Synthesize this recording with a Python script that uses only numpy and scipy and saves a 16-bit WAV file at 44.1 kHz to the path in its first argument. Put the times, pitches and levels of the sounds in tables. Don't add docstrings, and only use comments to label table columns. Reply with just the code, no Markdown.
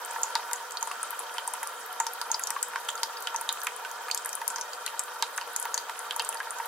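import sys
import numpy as np
from scipy import signal
from scipy.io import wavfile

SR = 44100
rng = np.random.default_rng(int(sys.argv[2]) if len(sys.argv) > 2 else 0)


def boost(x):
    u = np.asarray(x, float) / 20
    return 10 ** u


def output_pcm(signal):
    pcm = np.clip(np.atleast_2d(signal).T, -1, 1) * 32767
    wavfile.write(sys.argv[1], SR, np.round(pcm).astype(np.int16))


N = 294147


def rms_one(x):
    return x / np.sqrt(np.mean(x ** 2) + 1e-20)


def at_hz(points, hz):
    table_hz, values = np.transpose(points)
    return np.interp(np.log(hz), np.log(table_hz), values)


def drift(rate_hz):
    r = np.exp(-80 * np.pi * rate_hz / SR)
    slow = signal.lfilter([1], [1, -2 * r, r * r], rng.standard_normal(N // 40 + 2002))[2000:]
    return np.interp(np.arange(N) / 40, np.arange(len(slow)), rms_one(slow))


def resonance(x, hz, width_hz):
    r = np.exp(-np.pi * width_hz / SR)
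    feedback = [1, -2 * r * np.cos(2 * np.pi * hz / SR), r * r]
    return signal.lfilter([(1 - r * r) / 2, 0, (r * r - 1) / 2], feedback, x)


def band(x, low_hz, high_hz):
    return signal.sosfilt(signal.butter(2, [low_hz, min(high_hz, 20000)], "band", fs=SR, output="sos"), x)


def add(out, start_s, sound):
    at = int(start_s * SR)
    out[..., at:at + sound.shape[-1]] += sound[..., :N - at]


def bubble(hz, t60_s, rise, phase, swell_cycles):
    t = np.arange(2600) / SR
    shape = (1 - np.exp(-t * hz / swell_cycles)) * boost(-60 * t / t60_s)
    slide = 1 + rise * np.minimum(t, t60_s) / t60_s
    return shape / shape.max() * np.sin(2 * np.pi * hz * t * slide + phase)


def drops():
    # start_s, peak_db, bubble_hz, crack_over_peak_db
    specks = [(.2169, -23, 12500, -21), (.3012, -26, 9950, -11), (1.106, -17, 12500, -9),
              (1.1917, -15.5, 10250, -30), (1.5358, -13.5, 10070, -3.5), (1.6302, -16, 10560, -2),
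              (1.861, -23.5, 13200, -11), (1.927, -23, 11870, -14), (2.134, -19.5, 11600, -10),
              (2.3942, -13.5, 10800, -8), (2.683, -25, 12900, -7), (2.931, -32, 10400, -7),
              (3.2046, -24, 13400, -15), (3.411, -22, 11800, 3), (3.525, -17.5, 10700, -8),
              (3.636, -23, 10900, -4), (3.646, -20, 10500, -6), (3.7627, -18.5, 10100, -18),
              (4.258, -15.5, 10500, -3), (4.416, -31, 13000, -1), (5.476, -32, 9700, -8),
              (5.036, -23, 9900, -6), (5.598, -11, 10500, -19), (5.533, -31, 12500, 2),
              (5.615, -23, 11100, -2), (6.123, -29, 12100, -5), (6.221, -22, 10000, -4),
              (6.657, -23, 12300, -6), (5.9908, -19, 9640, -6), (6.162, -18, 13100, -4)]
    small_drops = [(0.048, -19.5, 8660, -6), (0.5315, -8, 7500, -2.5), (.873, -24, 8050, -2.5),
                   (1.0294, -11, 8900, -6), (1.3397, -21, 9430, -16), (1.476, -10.5, 8860, -10),
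                   (1.672, -17, 9150, -7), (2.0001, -6.5, 7100, -13), (2.5038, -9.5, 8730, -1.5),
                   (2.6277, -8.5, 7760, -6), (2.848, -25.5, 9300, -13), (2.9015, -16, 7100, -18),
                   (3.2226, -24, 9100, -3), (3.6037, -28, 8760, -2), (4.146, -16, 8850, 5),
                   (4.2472, -16, 8900, -8), (4.2912, -17.5, 8160, -3), (4.352, -14.5, 9750, -5),
                   (4.478, -8.5, 9200, -2), (4.502, -15, 7350, -14), (4.993, -5, 7680, -9),
                   (5.3622, -21, 9600, -17), (5.3764, -20.5, 9300, 3.5), (5.562, -10, 7080, -3),
                   (5.626, -17, 9300, -2), (6.2472, -16, 8720, -7), (6.2895, -8, 9500, -11),
                   (6.344, -17.5, 9500, -11), (6.506, -14, 9330, -6), (6.5849, -30, 7460, 3)]
    middle_drops = [(0.232, -4.5, 6980, -14), (0.559, -23, 6600, -6), (0.7074, -30, 6750, 6.5),
                    (.8096, -28, 6800, -3), (0.8268, -15.5, 6460, -2.5), (2.066, -11, 5660, -3),
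                    (2.3149, -10.5, 6600, -4), (2.343, -9, 4940, -19), (2.436, -13.5, 6970, -2),
                    (2.471, -13.5, 5830, -1), (2.954, -26, 6350, 2), (3.0315, -6, 5000, -1),
                    (3.1703, -25.5, 4820, -9), (3.344, -31, 6040, 4), (3.361, -15, 6170, -11),
                    (3.616, -21.5, 5910, 1), (3.913, -30, 6070, 2), (4.1749, -17, 5540, 1),
                    (4.329, -18.5, 5870, -4), (4.559, -12, 6120, -5.5), (2.735, -39, 6000, 6),
                    (4.221, -34, 7200, -4), (4.583, -21, 5500, -9), (4.611, -11.5, 5870, -11),
                    (4.7327, -25.5, 4600, 1), (5.7422, -7, 6620, -7.5), (6.371, -25, 4770, -4)]
    large_drops = [(0.3526, -9, 4400, -1.5), (0.5118, -39, 1980, 15.5), (0.7705, -17, 4440, -5),
                   (0.9143, -26, 2690, 5), (1.3814, -16, 3140, -2.5), (2.2138, -18, 4530, 0.5),
                   (2.758, -37, 3100, 12), (2.8852, -29.5, 7550, 9), (3.271, -14.5, 3000, 0),
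                   (3.49, -10, 3800, -2.5), (3.669, -14, 2360, 0), (3.8486, -22.5, 2820, -0.5),
                   (4.083, -36, 2400, 10), (4.112, -8, 4480, -2), (4.4148, -38, 2480, 11),
                   (4.863, -17, 4130, 1), (4.877, -20, 2770, -3), (5.2236, -11.5, 3910, 6.5),
                   (5.412, -24.5, 4300, -3), (5.6527, -44, 2360, 20), (5.777, -12.5, 4530, 5.5),
                   (5.896, -31.5, 2500, 9.5), (6.1083, -15, 3290, -3), (6.195, -17, 4650, 4),
                   (6.326, -22.5, 2760, -1), (6.401, -30, 1870, 2)]
    # start_s, peak_db, bubble_hz, crack_over_peak_db
    mixed_drops = [(0.72, -22.5, 7800, -6), (6.162, -29, 6500, 5), (1.2, -26, 7400, -5),
                   (2.8878, -11.5, 3240, -9), (3.499, -33, 3800, -20), (4.3, -34, 9000, 2),
                   (2.977, -30, 4700, 2), (2.8, -31, 13000, -8), (4.1, -23, 2460, -8), (4.5, -36, 2600, 0),
                   (5.5, -44, 2870, 3), (7.3, -22, 11000, 3), (6.2, -13, 2900, -10), (4.5, -22.5, 7500, -13),
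                   (2, -23, 9500, 1), (4.9, -34, 1850, -1),
                   (.058, -26, 13500, -3), (.11, -25, 8800, -1), (.133, -30, 11000, -4), (.514, -28, 14000, -6),
             (1.475, -25, 13900, -3), (1.691, -31, 14000, -6), (2.89, -18, 7550, -10),
             (2.886, -32, 14000, -6), (3.225, -24, 14000, -8), (3.411, -24, 13800, -9),
             (3.526, -21, 7100, -10), (3.526, -16, 14000, -12), (3.633, -18, 13400, -8),
             (3.914, -25, 15400, -12), (4.1753, -15, 7500, -12), (4.33, -24, 12100, -6),
             (4.611, -24, 7800, -8), (4.862, -20.5, 10900, 1), (4.995, -31, 2400, 3),
             (5.373, -23, 10100, -8), (5.377, -32.5, 2580, 15), (5.412, -23.5, 2800, -4),
             (5.654, -20, 15400, -10), (2.315, -25.5, 11200, -9), (2.214, -22, 11000, -4),
             (3.668, -20, 11000, -4), (5.2236, -17, 3630, -20), (.3535, -18.5, 3800, -17),
             (6.327, -29, 11000, -6), (4.09, -29, 14000, -6)]
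    # pitch_hz, width_hz, level_db
    leaves = [(3137, 70, -4), (3728, 60, -1), (4181, 60, -4), (4530, 70, -3), (4781, 70, -4),
              (6464, 90, -6)]
    middle_hz = 6000
    out = np.zeros((2, N))
    t = np.arange(2600) / SR
    for start_s, db, hz, crack_db in specks + small_drops + middle_drops + large_drops + mixed_drops:
        noise, chance = rng.standard_normal((4, len(t))), rng.random(3)
        octaves = np.log2(hz / middle_hz)
        pan_db = 3 * octaves + 2 * (2 * chance[2] - 1)

        touch = 2 * (t == 0)
        burst = noise[0] + 1.1 * np.sqrt(hz / middle_hz) * noise[2:] + touch
        lowest_hz = .62 * hz
        crack = band(burst * boost(-60 * t / .0065), lowest_hz, np.clip(2 * hz, 8500, 11500))
        crack = band(crack, lowest_hz, 15500)
        crack = boost(crack_db - 1.5) * crack / np.max(np.abs(crack))

        song_t60_s = .005 * np.sqrt(middle_hz / hz)
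        song = boost(-7) * bubble(hz, song_t60_s, rise=0, phase=2 * np.pi * chance[0], swell_cycles=1.4)

        spatter_t60_s = 0.041 * (middle_hz / hz) ** 0.96
        spatter = resonance(resonance(noise[1] + .7 * noise[2:], hz, .17 * hz), hz, .6 * hz)
        spatter = boost(-18 + 2 * octaves) * rms_one(spatter)
        spatter = spatter * boost(-60 * t / spatter_t60_s) * np.minimum(t / 0.00016, 1)

        near = crack + song
        far = int(chance[0] > .5)
        near[far] = np.roll(near[far], int(7 * chance[1] * min(hz / middle_hz, 1) ** 2))
        makeup = np.max(np.abs(near)) ** .5 / np.max(np.abs(near.mean(axis=0))) ** .5
        both = near * makeup + spatter
        add(out, start_s + .0007, both * boost(db + np.array([[pan_db], [-pan_db]]) / 2))
    return out + sum(boost(db) * resonance(out, hz, width_hz) for hz, width_hz, db in leaves)


def plops():
    # start_s, peak_db, slap_db
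    thumps = [(.16, -17, -8), (0.354, -11.5, -6.5), (0.393, -20, -7), (0.535, -25.5, -0.5), (.826, -18, -9),
              (.872, -19.5, -11), (1.381, -20, -5), (1.477, -17.5, -31), (1.629, -21, -3),
              (2.001, -11, -7.5), (2.065, -19, -9.5), (2.213, -20.5, -5.5), (2.301, -18, -15),
              (2.344, -18, -13), (2.505, -25, 2), (2.886, -23.5, 3), (3.03, -17, -5.5), (3.345, -13.5, -9),
              (3.49, -23.5, -0.5), (4.256, -27, 2), (4.415, -19, -5.5), (4.582, -26, -1.5),
              (5.224, -15, -0.5), (5.654, -17.5, -6.5), (5.894, -20, -2), (6.162, -19.5, -27),
              (6.195, -17.5, -5), (6.29, -20.5, -25), (6.352, -21.5, -9), (6.599, -16.5, -7)]
    # start_s, peak_db
    taps = [(0.461, -34), (.49, -26), (0.514, -22), (1.127, -26.5), (1.537, -23), (2.261, -27),
            (2.472, -27), (2.976, -30), (3.096, -28), (3.257, -35), (3.411, -23), (4.146, -25), (4.33, -27),
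            (4.56, -24), (4.611, -27), (4.939, -24), (4.994, -29), (5.413, -26), (5.563, -24.5),
            (5.743, -22.5), (5.775, -22.5), (5.999, -28), (6.47, -24.5), (6.506, -31)]
    # start_s, peak_db, bubble_hz, slap_db
    pockets = [(0.911, -22.5, 1130, -3), (1.032, -24.5, 1307, -6), (1.61, -48, 1360, -9),
               (2.393, -27.5, 1466, 3.5), (2.563, -16.5, 1097, -8.5), (2.63, -31, 1510, 2),
               (2.734, -27, 1436, -1), (2.758, -21.5, 1060, 3.5), (2.952, -22, 1345, -15),
               (3.271, -25, 1390, 3), (3.668, -23, 1360, 7.5), (3.849, -24.5, 1510, -24),
               (4.084, -29, 1353, 5.5), (4.865, -34, 1440, 8.5), (5.38, -24.5, 1694, 6.5),
               (6.108, -35, 1330, 11.5), (6.402, -18, 1640, -3)]

    def main_note_hz():
        return 930 * (1 + 0.011 * rng.standard_normal())

    rows = [(s, db, main_note_hz(), slap_db, 0.04) for s, db, slap_db in thumps]
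    rows += [(s, db, main_note_hz(), -8, 0.046) for s, db in taps]
    rows += [(*row, 0.042) for row in pockets]
    out = np.zeros(N)
    t = np.arange(2600) / SR
    for start_s, db, hz, slap_db, t60_s in rows:
        slap = rms_one(band(rng.standard_normal(len(t)), 1050, 1900)) * boost(-60 * t / .045)
        song = bubble(hz, t60_s, rise=0.017, phase=0, swell_cycles=1.2)
        add(out, start_s, boost(db - 9.5) * song + boost(db + slap_db - 10.0) * slap)
    out = band(out, 860, 6000)
    return out + boost(-1.0) * resonance(out, 908.3, 20.6)


def murmur():
    # pitch_hz, width_hz, level_db
    murmur_notes = [(488.3, 26.3, -8), (437.4, 5.5, -9.5), (609.5, 1.8, -8), (734.2, 11, -6),
                    (913.5, 22.5, -3), (953, 44.5, -3.5), (1188, 77, -9.5), (1360, 26.3, -3),
                    (1446, 27.5, -7.5), (1510, 21, -7.5), (1694, 34, -11), (1851, 33, -14), (2451, 46, -19.5),
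                    (3126, 67, -17), (3290, 11, -16.5), (3746, 30, -18), (4530, 73, -27.5)]
    sizes = boost(4.54 * np.minimum(rng.exponential(1, N), 5)) * rng.choice([-1, 1], N)
    drops_per_s = 400 * boost(3.0 * drift(9))
    patter = rms_one(sizes * (rng.random(N) < drops_per_s / SR) + 1e-18)
    out = 0
    for (hz, width_hz, db), shift in zip(murmur_notes, rng.integers(0, N, len(murmur_notes))):
        trickle = boost(-3.5 + 2.5 * abs(np.log2(hz / 1e3))) * rng.standard_normal(N)
        ringing = resonance(np.roll(patter, shift) + trickle, hz, width_hz)
        out = out + boost(db) * np.sqrt(width_hz) * rms_one(ringing)
    return rms_one(out)


def fizz():
    sizes = boost(4.6 * np.minimum(rng.exponential(1, N), 3.5)) * rng.choice([-1, 1], N)
    born = rng.random(N) < 450 * boost(4.0 * drift(12)) / SR
    pitch_group = rng.integers(0, 12, N)
    out = 0
    for k, hz in enumerate(np.geomspace(2600, 13000, 12)):
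        births = sizes * born * (pitch_group == k) + 1e-18
        rings = resonance(resonance(births, hz, 0.48 * hz), hz, 0.87 * hz)
        side_gain = boost(rng.normal(0, 6, (2, 1)))
        flip = [[1], [(-1) ** (k // 4)]]
        out = out + rings / np.sqrt(hz) * side_gain * flip
    return rms_one(out)


def hiss(patchy_db, rumble_db):
    # pitch_hz, level_db (per Hz)
    hiss_levels = [(18, -79), (30, -43.5), (118, -41.5), (359, -21), (480, -12.5), (792, -7), (928, -27.5),
                   (1090, -2), (1420, -8.5), (2220, -20), (3130, -17.5), (10300, -19), (15200, -25),
                   (16500, -51)]
    # pitch_hz, likeness (0 to 1)
    likeness = [(60, 0.35), (180, 1), (550, 0.85), (1650, 0.054), (4970, 0.018), (15000, 0.0082)]
    # pitch_hz, left_minus_right_db
    balance = [(60, 1), (180, 0.5), (550, 2.5), (1650, -3.5), (4970, -0.5), (15000, 1.5)]
    edges, lumps = 25 * 2 ** np.arange(0, 9.7, .4), drift(3)
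    white = rng.standard_normal((2, 2, N))
    out = 0
    for k, (low, high) in enumerate(zip(edges, edges[1:])):
        mid, side = band(white[k % 2], low, high)
        hz = min(np.sqrt(low * high), 15200)
        alike = np.clip(0.72 * at_hz(likeness, hz) - .1, -1, 1)
        rumble = rumble_db * np.clip(lumps, -2, 1.2) * (hz < 110)
        gain = boost(at_hz(hiss_levels, hz) + patchy_db * drift(28.5) + rumble)
        tilt = boost(at_hz(balance, hz) * np.array([[.5], [-.5]]))
        stereo = np.sqrt(1 + alike) * mid + np.sqrt(1 - alike) * side * [[1], [-1]]
        out = out + gain * tilt * stereo
    return rms_one(signal.sosfilt(signal.ellip(10, .5, 50, 15950, fs=SR, output="sos"), out))


def space(x):
    t = np.arange(SR // 3) / SR
    hits = rng.standard_normal((2, len(t))) * (rng.random((2, len(t))) < 2500 / SR)
    echoes = hits * boost(-60 * t / .016)
    tail = rng.standard_normal((2, len(t))) * boost(-60 * t / 0.22) * (t > .004)

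    def energy_one(h):
        return h / np.sqrt(np.sum(h ** 2, axis=1, keepdims=True))

    response = boost(-10) * energy_one(echoes) + boost(-12) * energy_one(tail)
    return x + signal.fftconvolve(x, response, axes=1)[:, :N]


def scene():
    # time_s, level_db
    stream = [(0, -0.5), (.3, 1), (.7, -3.5), (.95, 0), (1.86, -3), (2.6, -2), (3.6, -1), (3.9, -2),
              (4.7, -2), (5.22, -3.5), (5.74, -1), (5.92, -3), (6.3, 1), (6.43, -4), (6.67, 1.5)]
    flow_db = np.interp(np.arange(N) / SR, *np.transpose(stream))
    bowl = plops() + boost(-43.5 + 0.37 * flow_db) * murmur()
    water = drops() + boost(-55 + 0.99 * flow_db) * fizz() + boost(-3.0) * bowl
    water = boost(-1.0) * space(water) + boost(-2) * bowl
    water = signal.sosfilt(signal.butter(4, 420, "high", fs=SR, output="sos"), water)
    return water + boost(-42 + 0.52 * flow_db) * hiss(patchy_db=2.5, rumble_db=8)


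def low_pass(x):
    return signal.sosfilt(signal.butter(12, 16650, fs=SR, output="sos"), x)


def record(dry):
    ceiling = .45
    rounding = ceiling * np.tanh(dry / ceiling) - dry
    mix = dry + band(rounding, 450, 17000)
    mix = signal.sosfilt(signal.butter(2, 25, "high", fs=SR, output="sos"), mix)
    mix = signal.sosfilt(signal.cheby2(10, 60, 17000, fs=SR, output="sos"), mix)
    return low_pass(mix)


dry = scene()
out = record(dry)
output_pcm(out)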